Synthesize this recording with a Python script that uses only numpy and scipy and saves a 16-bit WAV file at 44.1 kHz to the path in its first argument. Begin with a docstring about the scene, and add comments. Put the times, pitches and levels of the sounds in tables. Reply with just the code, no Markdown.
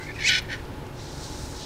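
"""Vultures jostle at a roadside, over light wind and a low throb like an idling car.
First come thin whines from the windpipe and a fading hiss. A harsh rasp builds, made by
snapping tissue and air ringing the throat; one loud squeal cuts in and sinks under it.
Feathers and dry grass rustle now and then. A shorter rasp answers with two more whines,
and last a bird gives a long hiss, forcing air through its open beak."""
import sys
import numpy as np
from scipy import signal
from scipy.fft import rfft, irfft
from scipy.io import wavfile

SR = 44100
rng = np.random.default_rng(int(sys.argv[2]) if len(sys.argv) > 2 else 0)


def pcm_store(signal):
    """Save signal as 16-bit PCM."""
    levels = np.round(np.clip(np.atleast_2d(signal), -1, 1) * 32767)
    wavfile.write(sys.argv[1], SR, levels.astype(np.int16).T)


N = 72765
T, HZ = np.arange(N) / SR, np.fft.rfftfreq(N, 1 / SR)

# tone colour of the first and last hiss (frequency [Hz], relative level [dB])
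BEAK_COLOUR = [(1500, -66), (2900, -10), (3400, -5), (3900, 1), (4600, -1), (5800, -0.5), (7000, -4.5),
               (9000, -10), (11000, -22), (12600, -23.5), (14000, -20.5), (16000, -29)]


def amp(db):
    """Turns decibels into a gain to multiply by."""
    return 10 ** (np.asarray(db) / 20)


def unit(x):
    """Scales a signal to an average (rms) size of 1."""
    return x / np.sqrt(np.mean(x ** 2) + 1e-20)


def shape(points):
    """Joins (frequency, level) points into a gain for every frequency."""
    hz, db = np.transpose(points)
    return amp(np.interp(np.log(HZ + 1), np.log(hz), db))


def filtered(x, gain):
    """Weights each frequency by its gain, then scales to size 1."""
    return unit(irfft(rfft(x) * gain, N))


def noise(gain):
    """Noise with the given tone colour."""
    return filtered(rng.standard_normal(N), gain)


def drift(hz):
    """A random wobble, up to about hz times a second."""
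    return noise(np.exp(-(HZ / hz) ** 2))


def level(times, db):
    """A gain that follows a level curve and is silent outside it."""
    return amp(np.interp(T, times, db, left=-120, right=-120))


def voiced(source, colour, curve):
    """Colours a sound, then makes it follow a curve of level and brightness."""
    times, db, brightness = np.transpose(curve)
    brightness = np.interp(T, times, brightness)
    octaves = np.log2(np.clip(HZ, 1500, 11000) / 3000)
    out = np.zeros(N)
    for tilt in range(-16, 17, 4):  # blend copies from dull to bright
        share = np.maximum(1 - abs(brightness - tilt) / 4, 0)
        out += share * filtered(source, colour * amp(tilt * octaves))
    return out * level(times, db)


def wind():
    """Moving air makes a low noise that gently swells."""
    # tone colour of the wind (frequency [Hz], relative level [dB])
    colour = [(20, -6), (55, -3), (85, 0.5), (145, -1), (200, -9), (285, -3), (380, -7.5), (560, -8.5),
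              (700, -14), (890, -10), (1000, -13.5), (1250, -17), (1480, -15.5), (2000, -20), (4000, -26.5),
              (8000, -36), (12000, -38), (15500, -42)]
    return amp(-39.5 + .5 * drift(hz=2)) * noise(shape(colour))


def engine():
    """Each firing gives a soft thump and a puff of clatter, over a faint hum."""
    # tone colour of the clatter (frequency [Hz], relative level [dB])
    clatter_colour = [(60, -8), (140, -6.5), (300, -2), (500, -15.5), (1000, -15.5), (2500, -42.5)]
    # tones of the hum (frequency [Hz], level [dB])
    hum_tones = [(91, -47.5), (104, -48.5), (129, -55), (145, -49.5), (365.5, -52.5), (467, -60),
                 (851, -54.5)]
    firing_hz, first_firing_s, thump_s, clatter_s = 22.75, 0.032224, 0.002744, 0.0165
    firings = (T - first_firing_s) * firing_hz + .5
    offset_s = (firings % 1 - .5) / firing_hz  # time from the nearest firing
    strength = (1 + .25 * rng.standard_normal(N))[np.floor(firings).astype(int) + 1]
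    thump = -strength * amp(2.5 * T) * np.exp(-(offset_s / thump_s) ** 2)  # grows 2.5 dB a second
    thump = signal.sosfilt(signal.butter(1, 55.3, "high", fs=SR, output="sos"), thump)
    clatter = noise(shape(clatter_colour)) * np.exp(-abs(offset_s) / clatter_s)
    hum = sum(amp(db) * unit(np.sin(2 * np.pi * (hz * T + rng.random()) + 0.4 * drift(hz=1.33)))
              for hz, db in hum_tones)
    return amp(-42.5) * unit(thump) + amp(-49) * unit(clatter) + hum


def whistle(hz, overtone_db, jitter, flutter):
    """A windpipe tone with three overtones; jitter shakes its pitch, flutter its level."""
    phase = 2 * np.pi * np.cumsum(hz * (1 + jitter * drift(hz=444))) / SR
    bend_db = 5.5  # lifts the first overtone and lowers the third
    gains = [amp(overtone_db * k - bend_db * k * (k - 2)) for k in range(4)]
    tone = sum(gain * np.sin((k + 1) * phase) for k, gain in enumerate(gains))
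    tone /= np.sqrt(sum(gain ** 2 for gain in gains))
    return unit(tone * (1 + flutter * drift(hz=220)))


def whines():
    """Short, sliding windpipe notes that swell and fade."""
    # (start [s], length [s], first pitch [Hz], last pitch [Hz], level [dB], jitter [share of pitch])
    notes = [(-.01, 0.0776, 1524, 1618, -47, 0.036), (-.01, 0.1178, 2010, 2155, -43, 0.0414),
             (0.064, 0.078, 2177, 2333, -42.5, .04), (0.075, 0.049, 1810, 1728, -41, 0.024),
             (0.143, 0.0365, 2590, 2469, -43, 0.0444), (0.157, 0.098, 1976, 1595, -39.5, 0.027),
             (0.188, 0.0641, 2371, 2127, -33.5, .055), (0.516, 0.0286, 1836, 1831, -34.5, 0.0327),
             (0.496, 0.073, 1587, 1467, -40, 0.0386)]
    out = np.zeros(N)
    for start, length, first_hz, last_hz, db, jitter in notes:
        progress = np.clip((T - start) / length, 0, 1)
        swell = np.sqrt(abs(np.sin(np.pi * progress)))
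        hz = first_hz + (last_hz - first_hz) * progress
        out += amp(db) * swell * whistle(hz, overtone_db=-21, jitter=jitter, flutter=.55)
    return out


def hiss(curve, colour):
    """Air forced through an open beak, fluttering slightly."""
    air = rng.standard_normal(N) * amp(0.62 * drift(hz=90))
    return voiced(air, shape(colour), curve)


def fading_hiss():
    """A faint breath through the beak dies away."""
    # course of the breath (time [s], level [dB], brightness [dB per octave])
    curve = [(0, -55.5, 6.5), (.03, -47, -3.5), (.08, -55.5, 2), (.125, -56.5, -6), (.16, -51, -2),
             (.2, -55, 10)]
    return hiss(curve, BEAK_COLOUR)


def rasp(curve, throat):
    """Uneven snaps of tissue and rushing air make the throat ring."""
    # air that slips past without ringing (frequency [Hz], relative level [dB])
    air_colour = [(1000, -69.5), (1350, -33), (1550, -3.5), (4000, -7), (6000, -38), (8500, -18),
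                  (11500, -28.5), (13800, -34.5), (16000, -36)]
    snaps_per_s, breath_gain, low_cut_hz = 520, 0.558, 1490
    snap_count = np.cumsum(snaps_per_s * np.exp(.4 * drift(hz=500.46))) / SR
    snaps = np.diff(np.floor(snap_count), prepend=0) * amp(2 * rng.standard_normal(N))
    source = unit(snaps - snaps.mean()) + breath_gain * rng.standard_normal(N)
    rattle = amp(1.2 * drift(hz=170))
    rings = sum(amp(db) / (1 + 1j * (HZ - hz) / width) ** 2 for hz, width, db in throat)
    low_cut = 1 / np.sqrt(1 + (low_cut_hz / (HZ + 1)) ** 30)
    return voiced(-source * rattle, (rings + shape(air_colour)) * low_cut, curve)


def long_rasp():
    """A harsh throat call that builds, holds and drops away."""
    # course of the call (time [s], level [dB], brightness [dB per octave])
    curve = [(.17, -52.5, -5), (.205, -38, 3.5), (.235, -35, 1.5), (.25, -34, -6.5), (.268, -29, -0.5),
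             (.281, -24.5, 1), (.294, -20, 0.5), (.312, -21, -1.5), (.362, -23, 0.5), (.376, -26, 0),
             (.39, -25.5, 2.5), (.404, -41, 3), (.415, -45.5, -5.5), (.46, -48, -3.5)]
    # where the throat rings (frequency [Hz], half-width [Hz], relative level [dB])
    throat = [(1566, 66, -9), (1920, 195, -0.5), (2302, 334, 5.5), (2990, 217, 4.5), (3390.5, 220, 5),
              (3819.6, 328, 3), (4180, 177, 0.5), (5200, 413, -0.5), (5747, 404, -10), (7366, 276, -15)]
    return rasp(curve, throat)


def squeal():
    """A loud windpipe tone climbs, cracks and lingers low; air rushes out as it starts."""
    # the tone (time [s], pitch [Hz], level [dB], tilt [dB per overtone], jitter [share of pitch])
    tone_curve = [(.238, 2130, -38.5, -3, 0.0299), (.251, 2170, -21.5, -18, 0.0147),
                  (.259, 2270, -23.5, -16, 0.0257), (.265, 2450, -23.5, -18.5, 0.0153),
                  (.275, 2600, -17.5, -13, 0.0129), (.279, 2080, -18, -9.5, .04),
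                  (.286, 1800, -23.5, 12.5, .045), (.291, 1500, -23.5, 0, 0.0404),
                  (0.305, 1467, -24, 1, 0.0154), (0.316, 1484, -31.5, -10, 0.017),
                  (.36, 1487, -31.5, -11, 0.0263), (0.384, 1490, -39, -27.5, 0.0333),
                  (.405, 1430, -46.5, -6, .03)]
    # the rush of air (time [s], level [dB], brightness [dB per octave])
    air_curve = [(.23, -47, -2), (.25, -34.5, -5), (.268, -28, -2.5), (.282, -28, -5.5), (.294, -26, -5),
                 (.303, -42, -5)]
    # tone colour of that air (frequency [Hz], relative level [dB])
    air_colour = [(1500, -36.5), (3000, -5), (4100, -4), (5500, 2.5), (7000, 1), (8500, -8.5), (10000, -18),
                  (12000, -28.5), (16000, -30.5)]
    times, hz, db, overtone_db, jitter = np.transpose(tone_curve)
    hz, overtone_db, jitter = (np.interp(T, times, column) for column in (hz, overtone_db, jitter))
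    tone = level(times, db) * whistle(hz, overtone_db, jitter, flutter=.2)
    return tone + hiss(air_curve, air_colour)


def rustles():
    """Feathers and dry grass scratch briefly."""
    # (start [s], length [s], level [dB], middle frequency [Hz], half-width [octaves])
    scratches = [(.275, 0.061, -50, 13730, 0.146), (0.41, 0.0267, -52, 12950, 0.45),
                 (.65, 0.0071, -46, 3970, 0.68), (0.864, 0.0061, -49.5, 5000, 0.81),
                 (1.565, 0.011, -53, 10000, .9)]
    out = np.zeros(N)
    for start, length, db, hz, width in scratches:
        swell = np.sin(np.pi * np.clip((T - start) / length, 0, 1)) ** 2
        band = np.exp(-(np.log2((HZ + 1) / hz) / width) ** 2)
        out += amp(db) * swell * noise(band)
    return out


def short_rasp():
    """A shorter, softer throat call answers."""
    # course of the call (time [s], level [dB], brightness [dB per octave])
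    curve = [(.48, -48.5, -2), (.503, -36, -7), (.526, -29.5, -5), (.546, -33, -4), (.566, -48.5, -2),
             (.6, -45.5, -7.5), (.63, -67.5, -6)]
    # where the throat rings (frequency [Hz], half-width [Hz], relative level [dB])
    throat = [(1496, 132, -10.5), (1813.6, 130, 3), (2185, 282, -5.5), (3017, 174, -7), (3410, 150, -14),
              (3844, 190, -18.5), (4410, 272, -6), (5300, 287, -6), (5770, 330, -6.5), (6880, 334, -13.5)]
    return rasp(curve, throat)


def long_hiss():
    """A drawn-out breath through the beak lasts to the end."""
    # course of the breath (time [s], level [dB], brightness [dB per octave])
    curve = [(.93, -65, 0), (.995, -47.5, -4), (1.09, -46.5, -2), (1.17, -46.5, 2.5), (1.235, -42, 1),
             (1.33, -43.5, -0.5), (1.43, -44, 4), (1.54, -46.5, 3.5), (1.62, -40.5, -5.5), (1.65, -42, -7)]
    return hiss(curve, BEAK_COLOUR)


def echo(x):
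    """Adds the faint sound that bounces off ground and branches."""
    echo_db, fade_s = -21, .22
    t = T[:SR // 2]
    tail = rng.standard_normal(len(t)) * amp(-60 * t / fade_s) * (t > .004)
    return x + amp(echo_db) * signal.fftconvolve(x, tail / np.linalg.norm(tail))[:N]


def scene():
    """The birds in the open, over wind and engine, in one channel."""
    birds = whines() + fading_hiss() + long_rasp() + squeal() + rustles() + short_rasp() + long_hiss()
    return (wind() + engine() + echo(birds))[None]


def record(dry):
    """Cuts the very highest treble, above 15720 Hz."""
    low_pass = signal.firwin(801, 15720, window=("kaiser", 9), fs=SR)
    return signal.oaconvolve(dry, low_pass[None], "same")


dry = scene()
out = record(dry)
pcm_store(out)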